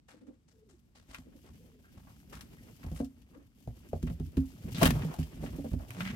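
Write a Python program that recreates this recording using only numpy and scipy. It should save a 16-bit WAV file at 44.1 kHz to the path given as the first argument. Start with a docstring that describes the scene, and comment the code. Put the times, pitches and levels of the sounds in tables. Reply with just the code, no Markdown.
"""Pigeons shuffle about a small wooden loft while a hand reaches in among them.
First come faint grunts, brushes of filtered noise and soft coos made from gliding tones.
Then feet knock, ringing the boards' resonances; claws tick and sleeve and feathers rustle as noise.
Near 4.8 s one bird beats its wings and hops aside: slaps and a fluttering swish of noise.
The rustle and the treads go on for a while, and one last low coo comes near the end."""
import sys
import numpy as np
from scipy import signal
from scipy.fft import rfft, irfft
from scipy.io import wavfile

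SR = 44100
rng = np.random.default_rng(int(sys.argv[2]) if len(sys.argv) > 2 else 0)


def put_to_file(sound):
    """Save the sound as 16-bit audio at rate SR, in the file named by the first command-line argument."""
    columns = np.atleast_2d(sound).T  # one column per channel
    safe = np.clip(columns, -1, 1)
    whole_steps = np.round(safe * 32767)
    wavfile.write(sys.argv[1], SR, whole_steps.astype(np.int16))


N = 271215
TIME = np.arange(N) / SR  # seconds
FREQS = np.maximum(np.fft.rfftfreq(N, 1 / SR), 1)  # Hz, kept above zero for logarithms


def from_db(db):
    """Turn decibels into gain."""
    return 10 ** (np.asarray(db) / 20)


def rms_one(x):
    """Scale a sound to an rms (average strength) of 1."""
    return x / np.sqrt(np.mean(x ** 2) + 1e-20)


def at_hz(points):
    """Read a table smoothly along log frequency."""
    hz, value = np.transpose(points)
    return np.interp(np.log(FREQS), np.log(hz), value)


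def drift(rate):
    """Wander randomly with an rms of 1, taking a new value `rate` times a second."""
    knot_rng = np.random.default_rng(rng.integers(1 << 30))
    knots = knot_rng.standard_normal(int(N / SR * rate) + 2)
    return rms_one(np.interp(TIME * rate, np.arange(len(knots)), knots))


def swell(s, rise, t60):
    """Rise up to time s, then die away by 60 dB in t60 seconds."""
    age = TIME - s
    before = (np.minimum(age, 0) / rise) ** 2
    after = np.log(1000) * np.maximum(age, 0) / t60
    return np.exp(-np.minimum(before + after, 30))


def add(out, s, sound):
    """Mix a short sound in at time s."""
    start = max(round(s * SR), 0)
    out[..., start:start + sound.shape[-1]] += sound[..., :N - start]


def resonate(x, hz, q):
    """Let one resonance ring; a higher q makes it narrower."""
    return signal.lfilter(*signal.iirpeak(hz, q, fs=SR), x)


# How alike the two microphones hear a noise.
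# Each row: frequency in Hz, likeness from 0 to 1.
MICROPHONE_LIKENESS = [(150, 0.86), (600, 0.4), (3000, 0.2)]


def friction(spectrum, grain_db):
    """Make stereo noise of countless tiny slips of uneven size, coloured by a spectrum; rms 1."""
    grain = from_db(grain_db * np.clip(drift(1500), -3, 3))
    mid, side = rfft(rng.standard_normal((2, N)) * grain)
    alike = np.clip(at_hz(MICROPHONE_LIKENESS), 0, 1)
    pair = np.sqrt(1 + alike) * mid + np.sqrt(1 - alike) * side * [[1], [-1]]
    # Beyond the ends of the table the noise falls off steeply.
    low_skirt = np.minimum(1, FREQS / spectrum[0][0]) ** 3
    high_skirt = np.minimum(1, spectrum[-1][0] / FREQS) ** 3
    return rms_one(irfft(pair * from_db(at_hz(spectrum)) * low_skirt * high_skirt, N))


def scatter(per_s, pitches_hz, q):
    """Scatter random small contacts of uneven size, each ringing one of several resonances; rms 1."""
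    out = 0
    for hz in pitches_hz:
        hits = rng.random(N) < per_s / len(pitches_hz) / SR
        clicks = hits * rng.uniform(-0.96, 1, N)
        out = out + rms_one(resonate(clicks + 1e-18, hz, q))
    return rms_one(out)


# Colour of the still air. Each row: frequency in Hz, relative level in dB.
AIR_COLOUR = [(50, 7.5), (250, 2), (500, -16.5), (1000, -22), (9000, -31), (16000, -133)]


def still_air(level_db):
    """Still air is a steady, soft noise, mostly low."""
    return from_db(level_db) * friction(AIR_COLOUR, grain_db=0.0)


def loft(x, t60, wall_hz):
    """The close wooden walls send back dense, short reflections, duller above wall_hz."""
    age = TIME[:SR // 2]
    tail = friction([(30, 0), (wall_hz, 0), (16000, -8)], grain_db=1)[:, :len(age)]
    tail = tail * from_db(-60 * age / t60) * (age > .003)  # silent for the first 3 ms
    return signal.fftconvolve(x, rms_one(tail) / np.sqrt(len(age)), axes=1)[:, :N]


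# Hollow ring of the wooden box: a plain list of frequencies in Hz.
BOX_RING_HZ = [614, 751, 1290, 2830, 3150]


def box(x, ring_db, width_hz):
    """The close wooden walls add a hollow ring to whatever stirs between them."""
    return x + from_db(ring_db) * sum(resonate(x, hz, hz / width_hz) for hz in BOX_RING_HZ)


# Colour of the rustling cloth and feathers. Each row: frequency in Hz, relative level in dB.
RUSTLE_COLOUR = [(1800, -6.5), (3000, -1), (4000, -7), (4900, -3.5), (7200, -6), (9700, -8.5),
                 (12300, -2.5), (16000, -11)]
FLICKS_PER_S, FLICK_T60_S = 37, 0.059


def plumage(flick_db, shift_db):
    """Rustle shifts in colour as different feathers rub, and flares when a quill flicks free; rms 1."""
    noise = friction(RUSTLE_COLOUR, grain_db=1.5)
    low = signal.sosfilt(signal.butter(1, 4000, fs=SR, output="sos"), noise)
    high = noise - low
    flicks = (rng.random(N) < FLICKS_PER_S / SR) * rng.random(N)
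    fade_per_sample = from_db(-60 / (FLICK_T60_S * SR))
    flare = signal.lfilter([1], [1, -fade_per_sample], flicks + 1e-18)
    colour = low * from_db(shift_db * drift(30)) + high * from_db(shift_db * drift(30))
    return rms_one(colour * (1 + from_db(flick_db) * flare))


# How briskly birds and sleeve move. Each row: time in seconds, effort in dB.
EFFORT_OVER_TIME = [(0.0, -94.5), (0.87, -87), (1.4, -74), (1.7, -74), (1.82, -79.5), (1.93, -73.5),
                    (2.93, -68), (3.1, -80.5), (3.3, -77.5), (3.53, -81), (3.65, -73), (4.08, -71.5),
                    (4.57, -69.5), (4.85, -57), (4.98, -58), (5.3, -67), (5.46, -64.5), (5.86, -68),
                    (6.15, -61.5)]
USUAL_EFFORT_DB = -68.5
# Colours of the rumbling weight and the shuffling feet.
# Each row: frequency in Hz, relative level in dB.
RUMBLE_COLOUR = [(42, 3.5), (65, 8.5), (105, 0.5), (160, -2.5), (270, 1), (420, -34.5)]
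SHUFFLE_COLOUR = [(350, -0.5), (750, -15), (1250, -20), (2700, -21)]
# How fast each layer grows, in dB per dB of effort.
RUMBLE_GROWTH, PATTER_GROWTH, SHUFFLE_GROWTH = 0.71, 2.07, 1.31
PATTER_PER_S, GRIT_PER_S = 70, 60


def bustle(rumble_db, patter_db, shuffle_db, grit_db, rustle_db):
    """One effort drives rumbling weight, pattering toes, shuffling feet, grit, and rustling plumage."""
    effort_db = np.interp(TIME, *np.transpose(EFFORT_OVER_TIME)) - USUAL_EFFORT_DB
    rumble_level_db = rumble_db + RUMBLE_GROWTH * effort_db + 2.5 * drift(25)
    rumble = from_db(rumble_level_db) * friction(RUMBLE_COLOUR, grain_db=1)
    toes = scatter(PATTER_PER_S, [hz for hz, _, _ in BOARD_RESONANCES[2:5]], q=5)
    dull_toes = signal.sosfilt(signal.butter(2, 210, fs=SR, output="sos"), toes)
    patter = from_db(patter_db + PATTER_GROWTH * effort_db) * dull_toes
    shuffle_level_db = shuffle_db + SHUFFLE_GROWTH * effort_db + 5.4 * drift(45)
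    shuffle = from_db(shuffle_level_db) * friction(SHUFFLE_COLOUR, grain_db=1.5)
    grit = from_db(grit_db + effort_db) * scatter(GRIT_PER_S, np.geomspace(500, 2200, 12), q=5)
    rustle = from_db(rustle_db + effort_db) * plumage(flick_db=2, shift_db=2)
    return rumble + patter + shuffle + grit + rustle


# Faint throaty grunts. Each row: time of the peak in seconds, relative level in dB.
GRUNT_TIMES = [(0.15, -48.5), (0.229, -48.5), (0.29, -44), (1.274, -48), (1.357, -50), (3.359, -43.5)]
# Colour of the throat. Each row: frequency in Hz, relative level in dB.
GRUNT_COLOUR = [(220, -1.5), (290, 10), (380, -14), (520, -2.5), (620, -17.5)]


def grunts(level_db, rise_s, t60):
    """Grunts are short, rough murmurs of noise shaped by the throat."""
    murmurs = sum(from_db(db + level_db) * swell(s, rise_s, t60) for s, db in GRUNT_TIMES)
    return murmurs * friction(GRUNT_COLOUR, grain_db=3.0)


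# Soft coos. Each row: start in seconds, length before the release in seconds, first pitch in Hz,
# last pitch in Hz, relative level in dB.
COO_GLIDES = [(0.519, 0.23, 460, 382, -80), (1.568, 0.22, 500, 407, -82),
              (5.957, 0.1374, 178, 184.4, -50.5)]
COO_ATTACK_S, COO_RELEASE_S = 0.034, 0.021


def coos(level_db, husk):
    """Closed-beak coos are husky, unsteady tones that swell, glide and fade."""
    out = 0
    for s, length, first_hz, last_hz, db in COO_GLIDES:
        hz = np.interp(TIME, [s, s + length], [first_hz, last_hz])
        phase = 2 * np.pi * np.cumsum(hz * (1 + husk * drift(200))) / SR
        attack = (TIME - s) / COO_ATTACK_S
        release = 1 + (s + length - TIME) / COO_RELEASE_S
        gate = np.clip(np.minimum(attack, release), 0, 1)
        out = out + gate * from_db(db + level_db + 4 * drift(90)) * np.sin(phase)
    return out


# Tiny creaks of the wood. 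Each row: time of the peak in seconds, level in dB, pitch in Hz.
WOOD_CREAKS = [(1.845, -63, 1550), (2.585, -63, 1960)]


def creaks(rise_s, t60):
    """A joint slips in a quick, uneven run that rings one narrow resonance."""
    out = 0
    for s, db, hz in WOOD_CREAKS:
        out = out + from_db(db) * swell(s, rise_s, t60) * scatter(2000, [hz], q=10)
    return out


# Brushes of feathers, feet and sleeve, from dull scrapes to a bright swish.
# Each row: time of the peak in seconds, relative level in dB, rise in seconds,
# pitch of the scrape in Hz, broad friction in dB relative to the scrape.
BRUSHES = [(0.09, -57.5, 0.006, 1710, 12), (0.27, -74.5, 0.0026, 1620, 13), (0.489, -71.5, 0.0076, 5830, 1),
           (.691, -67.5, 0.0017, 7140, 6), (0.957, -65, 0.0062, 4400, 8), (1.129, -55.5, 0.035, 6800, 30),
           (1.468, -68, 0.019, 1140, 15), (1.977, -65.5, 0.0045, 940, 3), (2.072, -63.5, 0.0033, 870, -21),
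           (2.33, -53.5, 0.0048, 1430, 3), (2.88, -64, 0.072, 960, -24), (2.977, -58, 0.021, 13000, 2),
           (3.343, -67.5, 0.0066, 1170, -5), (4.747, -46.5, 0.0012, 3770, -25),
           (4.96, -51, 0.014, 860, -15), (5.13, -53.5, 0.059, 780, -41.5), (5.455, -58, 0.051, 550, 6),
           (5.813, -57, 0.022, 660, -24), (6.011, -53, 0.061, 2200, 14), (6.067, -44.5, 0.017, 2280, -39)]
# Colour of the broad friction. Each row: frequency in Hz, relative level in dB.
BRUSH_COLOUR = [(500, 4), (1800, 0), (4000, -5.5), (8000, -7.5), (15000, -21)]
BRUSH_T60_S = 0.34


def brushes(level_db):
    """Short brushes catch and slip: broad friction with one wide resonance each, all fading alike."""
    noise = rms_one(friction(BRUSH_COLOUR, grain_db=3) * from_db(2.8 * drift(140)))
    out = 0
    for s, db, rise, hz, broad_db in BRUSHES:
        scrape = rms_one(resonate(noise, hz, 2))
        brush = rms_one(scrape + from_db(broad_db) * noise)
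        out = out + from_db(db + level_db) * swell(s, rise, BRUSH_T60_S) * brush
    return out


# Extra ticks and woody taps, some alone, some together with a tread.
# Each row: time in seconds, relative level in dB, woody part in dB relative to the tick,
# before the overall tick and wood levels are added.
EXTRA_TICKS = [(1.146, -40, 2), (2.353, -42.5, -18), (2.409, -38.5, -9.5), (2.832, -67.5, 14.5),
               (2.962, -46, -5.5), (3.046, -44, -33), (4.073, -61.5, 17), (4.37, -59, 7.5),
               (5.021, -50.5, 12), (5.14, -40, -34), (5.164, -51, -44), (5.191, -44.5, -33),
               (5.463, -62, 19), (5.906, -41.5, -2), (6.006, -43, 12.5)]
# Colours of the bright tick and the woody tap. Each row: frequency in Hz, relative level in dB.
TICK_COLOUR = [(2800, 10), (9000, 5), (12500, 6), (16000, -3)]
WOOD_TAP_COLOUR = [(700, 12.6), (1300, 17.3), (2600, 15)]
# Claws touch with every tread: dB added to the tread's level, and woody part in dB,
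# both before the overall tick and wood levels are added.
CLAW_DB, CLAW_WOOD_DB = -23.5, -8


def ticks(tick_db, wood_db, t60):
    """Each touch, extra or in a tread, ticks brightly and taps the wood: a crack, then a short tail."""
    bright = dull = 0
    tread_claws = [(s, db + CLAW_DB, CLAW_WOOD_DB) for s, db, *_ in FOOT_KNOCKS]
    for s, db, woody_db in EXTRA_TICKS + tread_claws:
        touch = swell(s, .0005, t60) + swell(s, .0003, .008)  # tail plus crack
        bright = bright + from_db(db + tick_db) * touch
        dull = dull + from_db(db + woody_db + wood_db) * touch
    return bright * friction(TICK_COLOUR, grain_db=2) + dull * friction(WOOD_TAP_COLOUR, grain_db=2)


# Wing strokes. Each row: time of the peak in seconds, level in dB, rise in seconds,
# time to fade by 60 dB in seconds, feather swish in dB relative to the slap.
WING_STROKES = [(4.789, -48, 0.017, 0.71, 4), (4.826, -24, 0.01, 0.098, -10.5),
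                (4.832, -28, 0.003, 0.064, 2.5), (4.862, -29, 0.012, 0.099, 3),
                (4.907, -31, 0.0018, 0.026, 1.5)]
# Colours of the wing's blow on air and wood, and of the swish of its feathers.
# Each row: frequency in Hz, relative level in dB.
SLAP_COLOUR = [(300, 6.5), (950, 1), (1250, -4), (1500, -25)]
SWISH_COLOUR = [(1400, 6), (3200, 4), (4000, 0), (8000, -6.5), (12000, -3), (16000, -7)]


def wings(grain_db, flutter_db):
    """Each stroke is a hollow slap and a swish, fluttering as stiff feathers flick past each other."""
    slap = swish = 0
    for s, db, rise, t60, swish_db in WING_STROKES:
        stroke = swell(s, rise, t60)
        slap = slap + from_db(db) * stroke
        swish = swish + from_db(db + swish_db) * stroke
    flutter = from_db(flutter_db * drift(300))
    return flutter * (slap * friction(SLAP_COLOUR, grain_db) + swish * friction(SWISH_COLOUR, grain_db))


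# Feet and bodies on the boards. Each row: time in seconds, relative level in dB,
# hard clack in dB relative to the thud before the overall clack and thud levels are added,
# pitch in Hz that the thud favours.
FOOT_KNOCKS = [(1.086, -45, -27, 212), (1.184, -43.5, -30, 121), (1.971, -43.5, -23, 60),
               (2.839, -34, -15, 193), (2.865, -30, -21, 83), (2.915, -29.5, -19, 75),
               (3.001, -25.5, -7, 340), (3.674, -30.5, -14.5, 100), (3.931, -28.5, -2, 150),
               (4.028, -22, -25, 223), (4.069, -27.5, -17, 70), (4.1, -27.5, -14, 91),
               (4.199, -26.5, -26, 192), (4.37, -17.5, -21.5, 223), (4.64, -31.5, -23, 168),
               (4.818, -16, -6, 257), (4.853, -16.5, -36, 153), (4.922, -26, -25, 120),
               (5.047, -25, -16, 158), (5.187, -22.5, -23, 157), (5.395, -33, -16, 157),
               (5.428, -31.5, -7, 156), (5.53, -32.5, -9.5, 155), (5.583, -29.5, -8.5, 168),
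               (5.643, -32.5, -2, 227), (5.716, -26, -26, 102), (5.733, -25.5, -13, 152)]
# Ring of the boards. Each row: frequency in Hz, relative level in dB, time to fade by 60 dB in seconds.
BOARD_RESONANCES = [(58.75, 0.5, 0.33), (78.6, -2.5, 0.2), (112.5, -4, 0.12), (156.8, 0, 0.14),
                    (233.3, -5, 0.19), (267.4, -7.5, 0.22), (394.6, -6, 0.088)]
# Colour of the hard clack. Each row: frequency in Hz, relative level in dB.
CLACK_COLOUR = [(520, 16.5), (700, 10.5), (1050, -7.5)]
# A tread rings the modes near its own pitch most: fall below and above it, in dB per octave.
THUD_BELOW_DB, THUD_ABOVE_DB = 4.5, 9


def knocks(level_db, contact_s, spread_db, detune, clack_db, clack_rise_s, clack_t60):
    """Each contact rings the low board modes anew; a burst of noise stands for crowded higher modes."""
    thuds, clacks, age = np.zeros(N), 0, TIME[:SR // 2]
    hz, mode_db, t60 = np.transpose(BOARD_RESONANCES)[:, :, None]
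    for s, db, hard_db, pitch_hz in FOOT_KNOCKS:
        strength, stretch = rng.standard_normal((2,) + hz.shape)
        octaves = np.log2(hz / pitch_hz)
        favour_db = np.minimum(THUD_BELOW_DB * octaves, -THUD_ABOVE_DB * octaves)
        colour_db = mode_db + spread_db * strength + favour_db
        tones = np.sin(2 * np.pi * hz * (1 + detune * stretch) * age)
        rings = from_db(colour_db - 60 * age / t60) * tones
        thud = rings.sum(axis=0) * (1 - np.exp(-(age / contact_s) ** 2))  # a soft foot starts gently
        add(thuds, s, from_db(db + level_db) * rms_one(thud))
        clack = swell(s + 2 * clack_rise_s, clack_rise_s, clack_t60)
        clacks = clacks + from_db(db + hard_db + clack_db) * clack
    return thuds + clacks * friction(CLACK_COLOUR, grain_db=6.5)


# Where the busiest bird treads. Each row: time in seconds, left minus right in dB.
TREAD_PLACE = [(.2, 2), (5.2, -1), (5.7, -2.5)]


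def scene():
    """Put birds and boards in the loft, over still air."""
    air = still_air(level_db=-68.0)
    stir = bustle(rumble_db=-54, patter_db=-53, shuffle_db=-64, grit_db=-73.5, rustle_db=-64.0)
    voices = grunts(level_db=-4.5, rise_s=0.016, t60=0.2) + coos(level_db=15.5, husk=0.0548)
    touches = creaks(rise_s=.005, t60=0.24) + brushes(level_db=3.0)
    touches = touches + ticks(tick_db=-11.5, wood_db=-5, t60=0.084)
    touches = touches + wings(grain_db=0.5, flutter_db=2.5)
    steps = knocks(level_db=-17.5, contact_s=0.0032, spread_db=6.0, detune=0.04,
                   clack_db=-4.0, clack_rise_s=0.0011, clack_t60=0.098)
    step_room = from_db(-14) * loft(steps, t60=0.12, wall_hz=1500)
    touch_room = from_db(-16) * loft(touches, t60=0.075, wall_hz=5000)
    pan = from_db(np.interp(TIME, *np.transpose(TREAD_PLACE)) / 2 * [[1], [-1]])
    boxed = box(touches + stir, ring_db=-7.0, width_hz=19.0)
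    return pan * (steps + voices) + boxed + step_room + touch_room + air


# How the two microphones differ in tone. Each row: frequency in Hz, left minus right in dB.
MICROPHONE_LEAN = [(380, -0.5), (700, 5), (1200, 3.5), (3000, -3), (4400, 10.5), (7200, 15.5), (14000, 0)]
LEFT_LEAD_S, CUTOFF_HZ = 0.00022, 15900


def record(dry):
    """The left microphone hears a little sooner and brighter; the deepest bass and the top are cut."""
    sides = from_db(at_hz(MICROPHONE_LEAN) / 2 * [[1], [-1]])
    sides = sides / np.sqrt(np.mean(sides ** 2, axis=0))  # keep the total power even
    left, right = irfft(rfft(dry) * sides, N)
    right = np.interp(TIME - LEFT_LEAD_S, TIME, right)
    pair = signal.sosfilt(signal.butter(2, 35, "high", fs=SR, output="sos"), [left, right])
    return signal.sosfilt(signal.ellip(10, .1, 80, CUTOFF_HZ, fs=SR, output="sos"), pair)


dry = scene()
out = record(dry)
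put_to_file(out)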